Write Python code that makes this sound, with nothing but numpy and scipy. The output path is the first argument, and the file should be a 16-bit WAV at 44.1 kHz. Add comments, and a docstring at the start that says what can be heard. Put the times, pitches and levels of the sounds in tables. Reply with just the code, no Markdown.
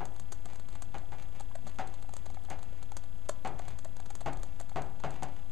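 """Ventilation, mains hum, thin whines, hiss and the ticking whirr of a camera's drive sound throughout.
Chalk, a few metres away, knocks at once on a blackboard: a tick, decaying modes and reflections.
Dry clicks close to the microphone follow as swarms of impulses; fainter ones fall at random throughout.
Then chalk rubs along the board as filtered grains, and small cavities pop as short decaying sines.
Later a few soft low bumps swell as sines of wandering pitch."""
import sys
import numpy as np
from scipy import signal
from scipy.fft import rfft, irfft
from scipy.io import wavfile
from scipy.ndimage import uniform_filter1d

SR = 44100
rng = np.random.default_rng(int(sys.argv[2]) if len(sys.argv) > 2 else 0)


def wrap_up_sound(samples):
    """Save the sound to the file named by the first command line argument, as 16-bit audio."""
    columns = np.atleast_2d(samples).T
    # keep every value between -1 and 1, then stretch to whole-number steps
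    tamed = np.clip(columns, -1, 1)
    steps = np.round(tamed * 32767).astype(np.int16)
    wavfile.write(sys.argv[1], SR, steps)


N = 243167
TIME = np.arange(N) / SR  # s

# Levels in the tables are relative.
# Spectrum of the ventilation: [f/Hz, level/dB]
AIR_SPECTRUM = [(12, -39), (20, -3), (35, -13), (49, -17), (92, -20), (122, -24), (191, -29), (346, -35),
                (667, -45.5), (720, -34.5), (809, -38), (1240, -48.5), (2000, -50), (2600, -74),
                (4400, -120)]
# Spectrum of the duct rumble: [f/Hz, level/dB]
DUCT_SPECTRUM = [(10, -7.5), (22, -39), (30, -3.5), (40, -26), (70, -19.5), (300, -90)]
# Swelling of the duct rumble: [t/s, level/dB]
RUMBLE_LEVEL = [(0.0, -52.5), (1.56, -60), (2.36, -46), (3.28, -60), (4.35, -49.5), (4.96, -57), (5.5, -53)]
# Mains hum and thin high whines: [f/Hz, level/dB]
HUM_TONES = [(60, -52), (180, -65), (7866, -86.5), (10925, -106)]
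# Spectrum of the hiss common to both channels: [f/Hz, level/dB]
HISS_SPECTRUM = [(1000, 8), (2100, 2.5), (3500, 0), (5000, -4), (7000, -1.5), (8500, -8), (12500, -8),
                 (13100, -17), (15000, -34)]
# Spectrum of the self-noise, unrelated left and right: [f/Hz, level/dB]
SELF_NOISE_SPECTRUM = [(20, 1), (150, -7.5), (400, -14), (720, -16), (950, -31.5), (3000, -38.5),
                       (5000, -52), (7000, -48), (8400, -35), (12400, -32.5), (13100, -49), (15000, -60)]
# Tones in each turn of the drive: [f/Hz, place in the turn/0-1, 1/e half-length/s, level/dB]
WHIRR_TONES = [(2676, .64, 0.0067, -69.5), (3140, 0.5, 0.00075, -63), (3350, 0.7, 0.0011, -60.5)]
# Chalk landings: [t/s, force level/dB, low-mode level/dB, treble level/dB, favoured f/Hz, favour level/dB]
CHALK_TAPS = [(.006, -1.5, -16.5, -24, 736, -0.5), (0.9439, -6.5, -13, 1.5, 815, 6),
              (1.121, -10, -17.5, 1, 790, 6.5), (1.7873, -.5, -16, 3.5, 740, 11),
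              (2.506, -5, -16.5, 3.5, 780, 7), (3.4494, 3.5, -16.5, -3.5, 726, 2),
              (4.261, 4.5, -14.5, -3, 696, 6), (4.76, 5, -15, -5.5, 660, 9),
              (5.038, 3, -12.5, -3.5, 664, 4), (5.2238, -2, -11.5, -1.5, 800, 7)]
# Modes of the board: [f/Hz, level/dB, t60/s]
BOARD_MODES = [(137.9, 8.5, 0.41), (197, -22, 0.29), (273, -4, 0.58), (364, -9.5, 0.65),
               (420.4, -8.5, 0.45), (533, -17.5, 0.54), (592, -16, 0.54), (663, -6.5, 0.26),
               (759, -5, 0.31), (818, -3.5, 0.11), (910, -1, 0.046), (1200, -40, 0.54), (1225, -27, 0.71),
               (1466, -7, 0.085)]
# Spectrum of the first contact: [f/Hz, level/dB]
TICK_SPECTRUM = [(100, 11), (800, 5.5), (2000, 1.5), (4000, -4.5), (7000, -10.5), (11000, -26),
                 (15000, -74)]
# Spectrum of the panel's dense ring: [f/Hz, level/dB]
KNOCK_SPECTRUM = [(60, -19.5), (130, 0), (230, -5.5), (400, -3), (530, -3.5), (790, 4.5), (1000, -4.5),
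                  (1200, -6.5), (1700, -9.5), (2600, -14), (4000, -23), (7000, -25), (10000, -42.5),
                  (15000, -45)]
# Clusters of early echoes off the walls: [delay t/s, level/dB, t60/s]
WALL_ECHOES = [(.007, -1, 0.079), (0.0219, -6, 0.11)]
# Decay of the room: [f/Hz, t60/s]
ROOM_DECAY = [(100, 1), (260, 0.61), (700, 0.54), (1840, 0.41), (4850, 0.25), (12000, 0.039)]
# Close clicks: [t/s, level/dB, spread of the snaps/s]
CLOSE_CLICKS = [(0.0538, -38, 0.0022), (.1625, -49.5, .0025), (.1976, -40, 0.0028), (0.3202, -37.5, 0.0069),
                (0.4548, -43, 0.0037), (0.5336, -47, 0.0014), (0.557, -46.5, 0.0029),
                (0.596, -51.5, 0.0048), (0.6862, -51, 0.0044), (.727, -54, 0.003), (0.7517, -50.5, 0.0047),
                (0.8212, -38.5, 0.0046), (0.9819, -48, .0034), (1.2244, -49, 0.003), (1.397, -45, 0.0033),
                (1.4067, -42.5, 0.0032), (1.5529, -45.5, 0.0045), (1.6683, -48.5, 0.011),
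                (1.6932, -53, 0.0043), (1.8721, -45.5, 0.0034), (1.94, -48, 0.0027),
                (2.0243, -49.5, 0.0036), (2.0926, -49.5, 0.0017), (2.1371, -38, 0.0023),
                (2.166, -37.5, 0.0027), (2.257, -48.5, 0.0071), (2.301, -48.5, 0.0021),
                (2.3421, -53.5, 0.0051), (2.449, -53, 0.0027), (2.5012, -35, 0.0014), (2.588, -53.5, .004),
                (2.629, -44.5, 0.0025), (2.827, -47, 0.0039), (2.918, -45, 0.0024), (2.9683, -35, 0.0045),
                (3.0347, -55, .0043), (3.2882, -36, 0.0045), (3.2932, -27.5, 0.0025),
                (3.472, -44.5, 0.0052), (3.5901, -44, 0.0045), (3.6814, -43.5, 0.0052),
                (3.7875, -40.5, 0.0024), (3.8468, -41, 0.0025), (3.9667, -43.5, 0.0021),
                (4.0007, -47.5, 0.004), (4.0581, -48.5, 0.0051), (4.1016, -44, 0.0055),
                (4.153, -34.5, 0.0016), (4.205, -48, 0.0096), (4.3293, -44, 0.0035), (4.3718, -48, .0023),
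                (4.4315, -40, .0044), (4.5988, -41.5, 0.0046), (4.6121, -38, 0.001), (4.693, -50.5, .004),
                (4.8198, -43.5, 0.0031), (4.9997, -50.5, 0.0035), (5.106, -43.5, 0.0024),
                (5.231, -36, 0.0041)]
# Spectrum of a click's bright snap: [f/Hz, level/dB]
SNAP_SPECTRUM = [(1500, -6.5), (4000, 3.5), (5500, 1), (7000, 5), (8200, 3), (10000, -3), (12500, -12),
                 (15000, -20)]
# Spectrum of a click's lower body: [f/Hz, level/dB]
SNAP_BODY_SPECTRUM = [(150, -2), (400, 8.5), (1000, 9), (1700, 3.5), (2800, -1), (4300, 7.5), (5500, -20),
                      (8000, -37.5)]
# Chalk drawn along the board: [t/s, length/s, level/dB]
CHALK_STROKES = [(0.435, 0.12, -61.5), (0.68, 0.098, -64), (1.166, 0.082, -58), (1.317, .062, -61.5),
                 (1.568, 0.23, -66), (1.847, 0.19, -65), (2.14, .16, -68), (2.55, 0.33, -66),
                 (3.543, 0.25, -59.5), (4.33, 0.34, -68), (4.815, 0.1, -62), (5.08, .13, -60),
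                 (5.243, 0.18, -61.5)]
# Spectrum of the rubbing: [f/Hz, level/dB]
RUB_SPECTRUM = [(200, -6.5), (750, 1.5), (1300, -6.5), (2500, -5.5), (4300, -14.5), (7000, -13.5),
                (10000, -30), (15000, -30)]
# Close hollow pops: [t/s, level/dB, f/Hz]
HOLLOW_POPS = [(.462, -45.5, 720), (.531, -49, 776), (.754, -47, 870), (1.405, -40, 804), (1.513, -50, 990),
               (1.554, -39, 673), (1.668, -42.5, 747), (2.045, -49.5, 736), (2.091, -47, 810),
               (2.137, -47, 714), (2.264, -45, 725), (2.301, -48, 780), (2.37, -42, 774), (2.486, -45, 770),
               (2.724, -51.5, 526), (2.919, -43, 815), (3.293, -27, 614), (3.596, -36.5, 710),
               (3.68, -42, 717), (3.854, -40.5, 645), (3.998, -44.5, 780), (4.105, -42, 814),
               (4.214, -41.5, 690), (4.434, -52, 487), (4.608, -39.5, 682), (4.716, -46, 780),
               (5.002, -47.5, 920)]
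# Modes of the popping cavity: [multiple of the pitch, level/dB, t60/s]
CAVITY_MODES = [(1.002, 0.5, 0.025), (1.62, -14, 0.027), (2.15, -9, 0.01), (2.8, -14, 0.018)]
# Soft low bumps: [t/s, length/s, mean f/Hz, level/dB]
LOW_BUMPS = [(1.571, 0.14, 240, -57), (1.618, 0.12, 180, -54), (3.632, 0.16, 107, -46.5),
             (4.313, 0.18, 30.8, -36.5)]
# Constant offset of each channel: one row per channel, [share of full scale]
CHANNEL_OFFSET = [
    [.0435],
    [.0087],
]

TURN_HZ = 29.96  # turns of the drive per second
EDGE_HZ = 15100  # upper limit of the band
CLICK_HZ, CLICK_SCATTER = 6860, .16  # centre of the treble peak, and its largest shift as a share
# A click at SOFT_CLICK_DB has SOFT_BODY_DB of body, which falls by SHARPEN dB per dB of level.
SOFT_CLICK_DB, SOFT_BODY_DB, SHARPEN = -48.5, 16, 0.52


def amp(db):
    """Level law: an amplitude ratio is ten to the power dB/20."""
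    return 10 ** (np.asarray(db) / 20)


def evened(x):
    """Normalisation of power: scales to rms 1."""
    return x / np.sqrt(np.mean(x ** 2) + 1e-20)


def read(points, hz):
    """Interpolation on a logarithmic frequency axis."""
    f, value = np.transpose(points)
    return np.interp(np.log(hz + 1), np.log(f + 1), value)


def add(mix, s, sound):
    """Superposition: adds a sound into the mix from time s."""
    part = mix[max(round(s * SR), 0):][:len(sound)]
    part += sound[:len(part)]


def pulse(points, size=2048):
    """Minimum phase: the log gain fixes the phase of the sharpest causal pulse; energy 1."""
    log_gain = np.log(amp(read(points, abs(np.fft.fftfreq(size, 1 / SR)))))
    spectrum = np.exp(np.conj(signal.hilbert(log_gain)))
    h = np.fft.ifft(spectrum).real[:size // 2]
    return h / np.linalg.norm(h)


def band(x, lo_hz, hi_hz):
    """Band-pass filtering with gentle slopes."""
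    sections = signal.butter(2, [lo_hz, min(hi_hz, .49 * SR)], "band", fs=SR, output="sos")
    return signal.sosfilt(sections, x)


def noise(points):
    """Spectral shaping of steady white noise; rms 1."""
    gain = amp(read(points, np.fft.rfftfreq(N, 1 / SR)))
    return evened(irfft(rfft(rng.standard_normal(N)) * gain, N))


def tail(t60s, size=32768):
    """Reverberation: dense reflections of random sign decay at their own rate in each band; energy 1."""
    hz, t, z = signal.stft(rng.choice([-1., 1.], size), SR, nperseg=256)
    decay = amp(-60 * t / read(t60s, hz)[:, None])
    h = signal.istft(z * decay, SR, nperseg=256)[1][:size]
    return h / np.linalg.norm(h)


def flatten(x, size):
    """Spectral whitening: evens out chance peaks and dips over size bins; energy 1."""
    z = rfft(x)
    local_power = uniform_filter1d(abs(z) ** 2, size)
    flat = irfft(z / np.sqrt(abs(local_power) + 1e-9), len(x))
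    return flat / np.linalg.norm(flat)


def flat_tail(t60s):
    """Reverberation with a whitened spectrum, so that the tail adds little colour."""
    return flatten(tail(t60s), size=60)


def background(air_db=-63.5, hiss_db=-67, self_db=-64):
    """Superposition of independent sources: shaped noises, a swelling duct rumble and steady sines."""
    air = noise(AIR_SPECTRUM)
    air = air - band(air, 50.7, 71.3)  # leaves this band to the hum
    air *= amp(air_db) / np.std(band(air, 197, 2200))  # air_db is the level within this band
    duct = noise(DUCT_SPECTRUM) * amp(np.interp(TIME, *np.transpose(RUMBLE_LEVEL)))
    hum = np.zeros(N)
    for hz, db in HUM_TONES:
        hum += amp(db) * np.sqrt(2) * np.sin(2 * np.pi * (hz * TIME + rng.random()))
    own = amp(self_db) * np.array([noise(SELF_NOISE_SPECTRUM), noise(SELF_NOISE_SPECTRUM)])
    return air + duct + hum + amp(hiss_db) * noise(HISS_SPECTRUM) + own


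def whirr(unsteady_rad=0.55, uneven_db=1.9):
    """Periodic modulation: each turn of the drive gates three brief tones of unsteady phase and level."""
    out = np.zeros(N)
    for hz, place, length, db in WHIRR_TONES:
        t = ((TIME * TURN_HZ - place + .5) % 1 - .5) / TURN_HZ  # time from the tone's centre
        waver = evened(uniform_filter1d(rng.standard_normal(N), 400))
        swell = evened(uniform_filter1d(rng.standard_normal(N), 1200))
        envelope = amp(db + uneven_db * swell) * np.exp(-(t / length) ** 2)
        out += envelope * np.sin(2 * np.pi * hz * t + unsteady_rad * waver)
    return out


def taps(level_db=-13, direct_db=-7, rattle_t60=0.31, room_db=-5, modes_db=-38, favour_width=0.077,
         alike=0.67):
    """Impact excitation: contact gives a tick, then the panel's dense ring, its modes and the room."""
    out, knock, tick = np.zeros(N), pulse(KNOCK_SPECTRUM), pulse(TICK_SPECTRUM)
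    rattle = [(100, rattle_t60), (10000, rattle_t60 * 0.23)]  # f/Hz, t60/s
    panel = flat_tail(rattle)
    t = np.arange(len(panel)) / SR
    for s, force_db, boom_db, bright_db, spot_hz, favour_db in CHALK_TAPS:
        # nearby spots ring much alike
        paths = alike * panel + np.sqrt(1 - alike ** 2) * flat_tail(rattle)
        for delay, db, t60 in WALL_ECHOES:
            add(paths, delay, amp(db) * tail([(100, t60), (10000, t60)]))
        add(paths, .008, amp(room_db) * tail(ROOM_DECAY))
        paths = paths * np.minimum(2 - 2 * t / t[-1], 1) ** 2  # the second half fades to nothing
        sound = amp(level_db) * signal.fftconvolve(paths, knock)[:len(t)]
        add(sound, 0, amp(level_db + direct_db) * tick)
        for hz, db, t60 in BOARD_MODES:
            # the place of the blow sets how much each mode takes
            favour = np.exp(-(np.log(hz / spot_hz) / favour_width) ** 2)
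            share_db = boom_db / (1 + (hz / 450) ** 2) + favour_db * favour
            decay = amp(modes_db + db + share_db - 60 * t / t60)
            onset = 1 - np.exp(-t / 0.00026)
            sound += decay * onset * np.sin(2 * np.pi * (hz * t + rng.random()))
        treble = sound - signal.lfilter(*signal.butter(1, 1800, fs=SR), sound)
        add(out, s, amp(force_db) * (sound + (amp(bright_db) - 1) * treble))
    return out


def faint_clicks(snap_db=-53, body_db=-52, per_s=30, spread_db=3.5, swarm_s=.0025, size=1024):
    """Random point process: faint ticks of uneven level fall independently in time."""
    levels = amp(spread_db * np.minimum(rng.exponential(1, N), 3))
    ticks = levels * (rng.random(N) < per_s / SR)
    burst = rng.standard_normal(size) * np.exp(-np.arange(size) / (swarm_s * SR))
    swarm = flatten(np.roll(burst, size // 16), size=20)
    colour = amp(snap_db) * pulse(SNAP_SPECTRUM) + amp(body_db) * pulse(SNAP_BODY_SPECTRUM)
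    return signal.fftconvolve(ticks, np.convolve(swarm, colour))[:N]


def clicks(snap_db=8, peak_db=3, peak_width_hz=1600, snaps_per_s=3000, first=0.77, hard_db=-38,
           size=2048):
    """Impulse excitation of a resonance: a snap and its swarm ring a treble peak; soft ones are duller."""
    out, t = np.zeros(N), np.arange(size) / SR
    snap, body = amp(snap_db) * pulse(SNAP_SPECTRUM), pulse(SNAP_BODY_SPECTRUM)
    lead = size // 16  # samples of room ahead of the first snap for the whitening
    for s, db, spread in CLOSE_CLICKS:
        hz = CLICK_HZ * (1 + CLICK_SCATTER * (2 * rng.random() - 1))
        # above hard_db the body's share falls no further
        body_db = SOFT_BODY_DB - SHARPEN * (min(db, hard_db) - SOFT_CLICK_DB)
        u = t / spread
        hits = rng.standard_normal(size) * (rng.random(size) < snaps_per_s / SR)
        swarm = hits * (1 + u) * np.exp(-.8 * u ** 2)
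        swarm[0] = first
        swarm = flatten(np.roll(swarm, lead), size=24)
        swarm *= np.sqrt(spread / 0.0019)  # longer swarms carry more energy
        peak = amp(peak_db) * signal.lfilter(*signal.iirpeak(hz, hz / peak_width_hz, SR), snap)
        colour = snap + peak + amp(body_db) * body
        add(out, s - lead / SR, amp(db) * signal.fftconvolve(swarm, colour))
    return out


def strokes(grain_db=9.0, grains_per_s=2500, dry_db=-3.5, room_db=-7):
    """Friction as random impulses: crumbling chalk grains excite the board, blurred by the room."""
    pressure = np.zeros(N)
    for s, length, db in CHALK_STROKES:
        add(pressure, s, amp(db) * signal.windows.tukey(max(round(length * SR), 2), .6))
    sizes = amp(grain_db * np.minimum(rng.exponential(1, N), 5))
    grains = sizes * rng.choice([-1, 1], N) * (rng.random(N) < grains_per_s / SR)
    rub = pressure * evened(signal.fftconvolve(grains, pulse(RUB_SPECTRUM))[:N])
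    return amp(dry_db) * rub + amp(room_db) * signal.fftconvolve(rub, tail(ROOM_DECAY))[:N]


def pops(level_db=5, rise_s=0.00071, soft_db=-45, harden=0.2, size=4096):
    """Cavity resonance: damped modes ring for a few cycles; harder pops bring out the upper ones."""
    out, t = np.zeros(N), np.arange(size) / SR
    for s, db, hz in HOLLOW_POPS:
        for multiple, mode_db, t60 in CAVITY_MODES:
            upper_db = harden * (db - soft_db) * (multiple > np.sqrt(2))
            decay = amp(db + level_db + mode_db + upper_db - 60 * t / t60)
            ring = decay * (1 - np.exp(-t / rise_s))
            add(out, s, ring * np.sin(2 * np.pi * multiple * hz * t))
    return out


def bumps(wander=0.2):
    """Frequency modulation: smoothed noise makes the pitch of soft low swells wander."""
    out = np.zeros(N)
    for s, length, hz, db in LOW_BUMPS:
        drift = evened(uniform_filter1d(rng.standard_normal(SR), size=160))[:round(length * SR)]
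        phase = 2 * np.pi * np.cumsum(hz * (1 + wander * drift)) / SR
        add(out, s, amp(db) * np.hanning(len(drift)) * np.sin(phase))
    return out


def scene(click_room_db=-15, pop_room_db=-22, near_db=-11, near_t60=0.074, width_db=-33):
    """Direct and reflected sound: the board lies ahead; close sounds gain brief echoes and little room."""
    ambience = background() + whirr()
    knocks = taps()
    snaps = faint_clicks() + clicks()
    board = knocks + strokes()
    hollow = pops()
    close = snaps + hollow
    near = flat_tail([(100, near_t60), (10000, near_t60)])[:SR // 8]
    close = close + amp(near_db) * signal.fftconvolve(close, near)[:N]
    room_feed = amp(click_room_db) * snaps + amp(pop_room_db) * hollow
    close_room = signal.fftconvolve(room_feed, tail(ROOM_DECAY))[:N]
    # a short tail of opposite sign left and right gives slight width
    spread = tail([(100, 0.0061), (10000, 0.022)])
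    side = amp(width_db) * signal.fftconvolve(board + close, spread)[:N]
    return board + close + close_room + np.array([side, -side]) + bumps() + ambience


def record(dry, notch_hz=5440, notch_width_hz=640, notch_floor_db=-20, faint_hiss_db=-80):
    """Linear filtering: a treble notch and a band limit; faint steady hiss lies beneath; channels offset."""
    notched = signal.lfilter(*signal.iirnotch(notch_hz, notch_hz / notch_width_hz, SR), dry)
    coloured = notched + amp(notch_floor_db) * (dry - notched)  # a little passes at the notch's bottom
    # the faint hiss is heard within the notch too
    coloured = coloured + amp(faint_hiss_db) * noise(HISS_SPECTRUM)
    low_pass = signal.firwin(401, EDGE_HZ, window=("kaiser", 8), fs=SR)
    return signal.oaconvolve(coloured, low_pass[None], "same") + CHANNEL_OFFSET


dry = scene()
out = record(dry)
wrap_up_sound(out)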